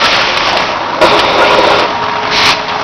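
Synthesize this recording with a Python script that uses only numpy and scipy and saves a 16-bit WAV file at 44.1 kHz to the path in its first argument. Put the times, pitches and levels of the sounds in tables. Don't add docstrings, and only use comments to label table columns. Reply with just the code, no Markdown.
import sys
import numpy as np
from scipy import signal
from scipy.io import wavfile

SR = 44100
rng = np.random.default_rng(int(sys.argv[2]) if len(sys.argv) > 2 else 0)


def persist_wave(psi):
    counts = np.round(np.clip(psi, -1, 1) * 32767).astype(np.int16)
    wavfile.write(sys.argv[1], SR, np.atleast_2d(counts).T)


N = 124803


def amp(db):
    return 10 ** (np.asarray(db) / 20)


def unit(x):
    return x / np.sqrt(np.mean(x ** 2) + 1e-20)


def curve(s, values):
    return np.interp(np.arange(N) / SR, s, values)


def level(rows):
    s, db = np.transpose(rows)
    return amp(curve(s, db))


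def drift(rate_hz):
    step = 40
    r = np.exp(-2 * np.pi * rate_hz * step / SR)
    noise = rng.standard_normal(N // step + 2002)
    slow = signal.lfilter([1], [1, -2 * r, r * r], noise)[2000:]
    return np.interp(np.arange(N) / step, np.arange(len(slow)), unit(slow))


def resonance(x, hz, width_hz):
    r = np.exp(-np.pi * width_hz / SR)
    feedback = [1, -2 * r * np.cos(2 * np.pi * hz / SR), r * r]
    return signal.lfilter(np.array([1, 0, -1]) * (1 - r * r) / 2, feedback, x)


def coloured(spectrum, patchy_db, rate_hz):
    together = drift(rate_hz)
    edges = 22 * 2 ** np.arange(0, 8.7, 1 / 3)
    white = rng.standard_normal((2, N))
    hz, db_per_hz = np.transpose(spectrum)
    out = 0
    for k, (low, high) in enumerate(zip(edges, edges[1:])):
        db = np.interp(np.log(low * high) / 2, np.log(hz), db_per_hz)
        bandpass = signal.butter(2, [low, high], "band", fs=SR, output="sos")
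        band = signal.sosfilt(bandpass, white[k % 2])
        flicker_db = patchy_db * (together + 2.5 * drift(rate_hz))
        out = out + band * amp(db + flicker_db)
    return unit(out)


def whistles(peaks):
    out = 0
    for hz, width_hz, db in peaks:
        once = resonance(rng.standard_normal(N), hz, width_hz)
        out = out + amp(db) * unit(resonance(once, hz, width_hz))
    return out


def moving_whistle(rows, width_hz):
    s, hz, db = np.transpose(rows)
    phase = 2 * np.pi * np.cumsum(curve(s, hz)) / SR
    lowpass = signal.butter(2, width_hz / 2, fs=SR, output="sos")
    a, b = signal.sosfilt(lowpass, rng.standard_normal((2, N)))
    return amp(curve(s, db)) * unit(a * np.cos(phase) + b * np.sin(phase))


def tone(hz, wobble_hz, flutter_db):
    flutter = amp(flutter_db * drift(20))
    pitch = hz + wobble_hz * drift(4.9)
    return np.sqrt(2) * flutter * np.sin(2 * np.pi * np.cumsum(pitch) / SR)


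def gliding(rows, wobble_hz, flutter_db):
    s, hz, db = np.transpose(rows)
    return amp(curve(s, db)) * tone(curve(s, hz), wobble_hz, flutter_db)


# time in seconds, pitch in Hz, level in dB.
DRIVE_WHINE = [(0, 935, -17), (.15, 937, -31), (.55, 942, -24.5), (.85, 944, -24), (1.0, 945, -29),
               (1.77, 945.5, -25), (1.89, 937.5, -22.5), (2.36, 940.5, -23), (2.6, 950, -31.5),
               (2.68, 938, -27), (2.74, 936, -23), (2.83, 923, -38)]


def drive_whine():
    return gliding(DRIVE_WHINE, wobble_hz=3.0, flutter_db=3.5)


def chatter():
    contacts_per_s, decay_s, depth = 200, .003, .45
    hits = (rng.random(N) < contacts_per_s / SR) * rng.random(N) * 2
    bumps = signal.lfilter([1], [1, -np.exp(-1 / (decay_s * SR))], hits)
    return unit(1 + depth * bumps)


# time in seconds, level in dB.
GEAR_LEVEL = [(0, -13.5), (.28, -16.5), (.5, -14), (.7, -16), (.76, -17), (1.0, -17.5), (1.8, -14.5),
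              (1.95, -16.5), (2.1, -16), (2.3, -15), (2.5, -12), (2.58, -17), (2.67, -20), (2.73, -15),
              (2.83, -17)]
# frequency in Hz, relative density in dB per Hz.
GEAR_COLOUR = [(25, -16), (70, -19), (120, -12), (270, -10.5), (340, -13.5), (500, -12), (640, -7),
               (950, 0.5), (1200, -3.5), (1550, -8), (2500, -12), (4700, -18), (5500, -24.5), (6500, -12.5),
               (8000, -34)]
# frequency in Hz, width in Hz, level in dB relative to the coloured noise.
CASING_MODES = [(266.7, 65, -17.5), (421.8, 25, -17.5), (830.7, 22, -16.5), (175.5, 38, -22.5),
                (1153.5, 33, -12.5), (1673, 13, -20)]


def gear_noise():
    noise = coloured(GEAR_COLOUR, patchy_db=.6, rate_hz=25) + whistles(CASING_MODES)
    return level(GEAR_LEVEL) * chatter() * noise


# time in seconds, level in dB.
CASING_BOOM = [(0, -18.5), (.25, -29.5), (.36, -47), (.48, -31), (.55, -19.5), (.72, -28), (.8, -29),
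               (.9, -33), (1.0, -26.5)]


def casing_boom():
    boom_hz, width_hz = 638.4, 132
    return level(CASING_BOOM) * whistles([(boom_hz, width_hz, 0)])


# frequency in Hz, level in dB rms, pitch wobble in Hz.
MAINS_HUM = [(102.2, -41, 0.99)]


def mains_hum():
    return sum(amp(db) * tone(hz, wobble_hz, flutter_db=0.5) for hz, db, wobble_hz in MAINS_HUM)


# time in seconds, level in dB.
EXHAUST_LEVEL = [(0, -14), (.05, -7), (.09, -11), (.135, -7.5), (.19, -11), (.3, -13.5), (.43, -15),
                 (.47, -13.5), (.55, -17), (.6, -16), (.73, -20), (.74, -58)]
# frequency in Hz, relative density in dB per Hz.
EXHAUST_COLOUR = [(25, -5.5), (400, -13), (700, -21), (1300, -4), (2500, 1), (4200, -4.5), (5300, -6.5),
                  (6400, -1), (8000, -20)]
# time in seconds, pitch in Hz, level in dB.
OPENING_WHISTLE = [(.01, 1352, -35), (.035, 1340, -15), (.12, 1357, -25), (.17, 1390, -56.5)]


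def exhaust():
    jet = level(EXHAUST_LEVEL) * coloured(EXHAUST_COLOUR, patchy_db=.5, rate_hz=30)
    return jet + moving_whistle(OPENING_WHISTLE, width_hz=30)


# start in seconds, level in dB, ring in Hz,
# time to fall by 60 dB in seconds.
VALVE_KNOCKS = [(0.372, -7, 2360, 0.082), (.455, -14.5, 4400, 0.13), (0.488, -8.5, 4680, 0.1),
                (0.57, -5, 2780, 0.039), (1.013, -11.5, 900, 0.34), (1.191, -2.5, 2820, 0.087),
                (1.793, -8.5, 2320, 0.092), (2.682, -13, 3500, 0.083), (2.694, -15, 2498, 0.064),
                (2.779, -25, 1800, 0.014)]


def knocks():
    ring_db, ring_width_hz, bass_cut_hz, top_cut_hz = -6, 700, 400, 6000
    bandpass = signal.butter(2, [bass_cut_hz, top_cut_hz], "band", fs=SR, output="sos")
    t, out = np.arange(N) / SR, 0
    for s, db, hz, t60 in VALVE_KNOCKS:
        noise = rng.standard_normal(N)
        broad = unit(signal.sosfilt(bandpass, noise))
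        ring = unit(resonance(noise, hz, ring_width_hz))
        body = unit(broad + amp(ring_db) * ring)
        age = np.maximum(t - s, 0)
        attack = np.minimum(age / .001, 1)
        out = out + amp(db - 60 * age / t60) * attack * body
    return out


# time in seconds, pitch in Hz, level in dB.
FEED_MOTOR = [(1.01, 411, -58), (1.14, 414.7, -14.5), (1.251, 412, -32), (1.349, 411.7, -19.5),
              (1.78, 410.6, -20.5), (1.88, 422.8, -31.5), (2.25, 425, -26.5), (2.299, 424, -33)]


def feed_motor():
    return gliding(FEED_MOTOR, wobble_hz=1.5, flutter_db=1.0)


# time in seconds, level in dB.
RING_LEVEL = [(1.010, -21.5), (1.0145, -6.5), (1.04, -1), (1.07, -10), (1.1, -15.5), (1.15, -9.5),
              (1.21, -17.5), (1.25, -11), (1.34, -13), (1.42, -7.5), (1.6, -11.5), (1.66, -10), (1.78, -11),
              (1.82, -15), (1.87, -18), (1.94, -30), (2.0, -50)]
# frequency in Hz, relative level in dB,
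# time to fall by 60 dB in seconds.
FRAME_MODES = [(327, -7, .18), (356, -9, .3), (500, -3, .08), (530, -1, .1), (560, -3, .1), (590, -2, .1),
               (620, -2, .1), (712, -7, .2), (810, -6, .06), (915, -4, .1), (969, -3, .25), (1020, -8, .15),
               (1115, -5, .15), (1299, -6, .1), (1400, -8, .2), (1425, -7, .2)]
# time in seconds, boost in dB before the ringing is scaled as a whole.
LOW_MODE_BOOST = [(1.0, 2), (1.18, 6.5), (1.25, 1.5), (1.6, 0)]


def frame_ringing():
    rattles_per_s, spread_db, low_under_hz = 1100, 3.5, 450
    rate = rattles_per_s * amp(1.5 * drift(20))
    hits = (rng.random(N) < rate / SR) * rng.choice([-1, 1], N)
    hits = hits * amp(spread_db * np.minimum(rng.exponential(1, N), 5))
    boost = level(LOW_MODE_BOOST)
    rings = 0
    for hz, db, t60 in FRAME_MODES:
        width_hz = np.log(1000) / np.pi / t60
        strikes = hits * rng.standard_normal(N) + 1e-18
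        ring = unit(resonance(strikes, hz, width_hz))
        rings = rings + amp(db) * (boost if hz < low_under_hz else 1) * ring
    return level(RING_LEVEL) * unit(rings)


# time in seconds, level in dB.
SLIDING_LEVEL = [(1.010, -30), (1.0145, -11), (1.1, -10.5), (1.24, -12), (1.35, -12.5), (1.44, -12.5),
                 (1.6, -13), (1.79, -12), (1.83, -16.5), (1.92, -32), (1.97, -37)]
# frequency in Hz, relative density in dB per Hz.
SLIDING_COLOUR = [(25, -16.5), (270, -12), (330, -19), (450, -13), (600, -8.5), (800, -6.5), (1300, -5.5),
                  (1600, -20.5), (2250, -6.5), (3000, -13.5), (3700, -13.5), (4500, -16.5), (5400, -21),
                  (6400, -14), (8000, -47.5)]
# frequency in Hz, width in Hz, level in dB relative to the coloured noise.
GUIDE_MODES = [(2180, 510, -14.5), (3645, 430, -11)]


def carriage_sliding():
    friction = coloured(SLIDING_COLOUR, patchy_db=.5, rate_hz=12) + whistles(GUIDE_MODES)
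    return level(SLIDING_LEVEL) * unit(friction)


# time in seconds, level in dB.
BURST_LEVEL = [(2.306, -52), (2.312, -14), (2.34, -9), (2.38, -8), (2.44, -6.5), (2.5, -6), (2.525, -7.5),
               (2.545, -15.5), (2.6, -23), (2.66, -27.5)]
# frequency in Hz, relative density in dB per Hz.
BURST_SPECTRUM = [(25, -14.5), (450, -13), (1100, -10.5), (1600, -8.5), (2400, -3.5), (3000, -7),
                  (4000, -7), (5200, -10.5), (6400, -3.5), (8000, -30)]
# frequency in Hz, width in Hz, level in dB relative to the coloured noise.
UPPER_WHISTLE = [(4160, 440, -12)]
# time in seconds, pitch in Hz, level in dB relative to the coloured noise.
LOWER_WHISTLE = [(2.31, 2000, -12), (2.38, 2277, -14.5), (2.43, 2042, -11.5), (2.52, 2590, -12)]


def air_burst():
    jet = coloured(BURST_SPECTRUM, patchy_db=-0.5, rate_hz=50)
    jet = jet + whistles(UPPER_WHISTLE) + moving_whistle(LOWER_WHISTLE, width_hz=200)
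    return level(BURST_LEVEL) * unit(jet)


def scene():
    machine = drive_whine() + gear_noise() + casing_boom() + mains_hum() + feed_motor()
    carriage = frame_ringing() + carriage_sliding()
    air = exhaust() + air_burst()
    return (machine + air + knocks() + carriage)[None, :]


def record(dry):
    mic_stop_hz, overload, hiss_db, top_stop_hz = 6312 * 1.193, 1, -92, 15800
    microphone = signal.cheby2(10, 75, mic_stop_hz, fs=SR, output="sos")
    dull = signal.sosfilt(microphone, dry)
    loud = np.clip(dull, -overload, overload) + amp(hiss_db) * rng.standard_normal(N)
    top_cut = signal.cheby2(24, 45, top_stop_hz, fs=SR, output="sos")
    return signal.sosfilt(top_cut, loud)


dry = scene()
out = record(dry)
persist_wave(out)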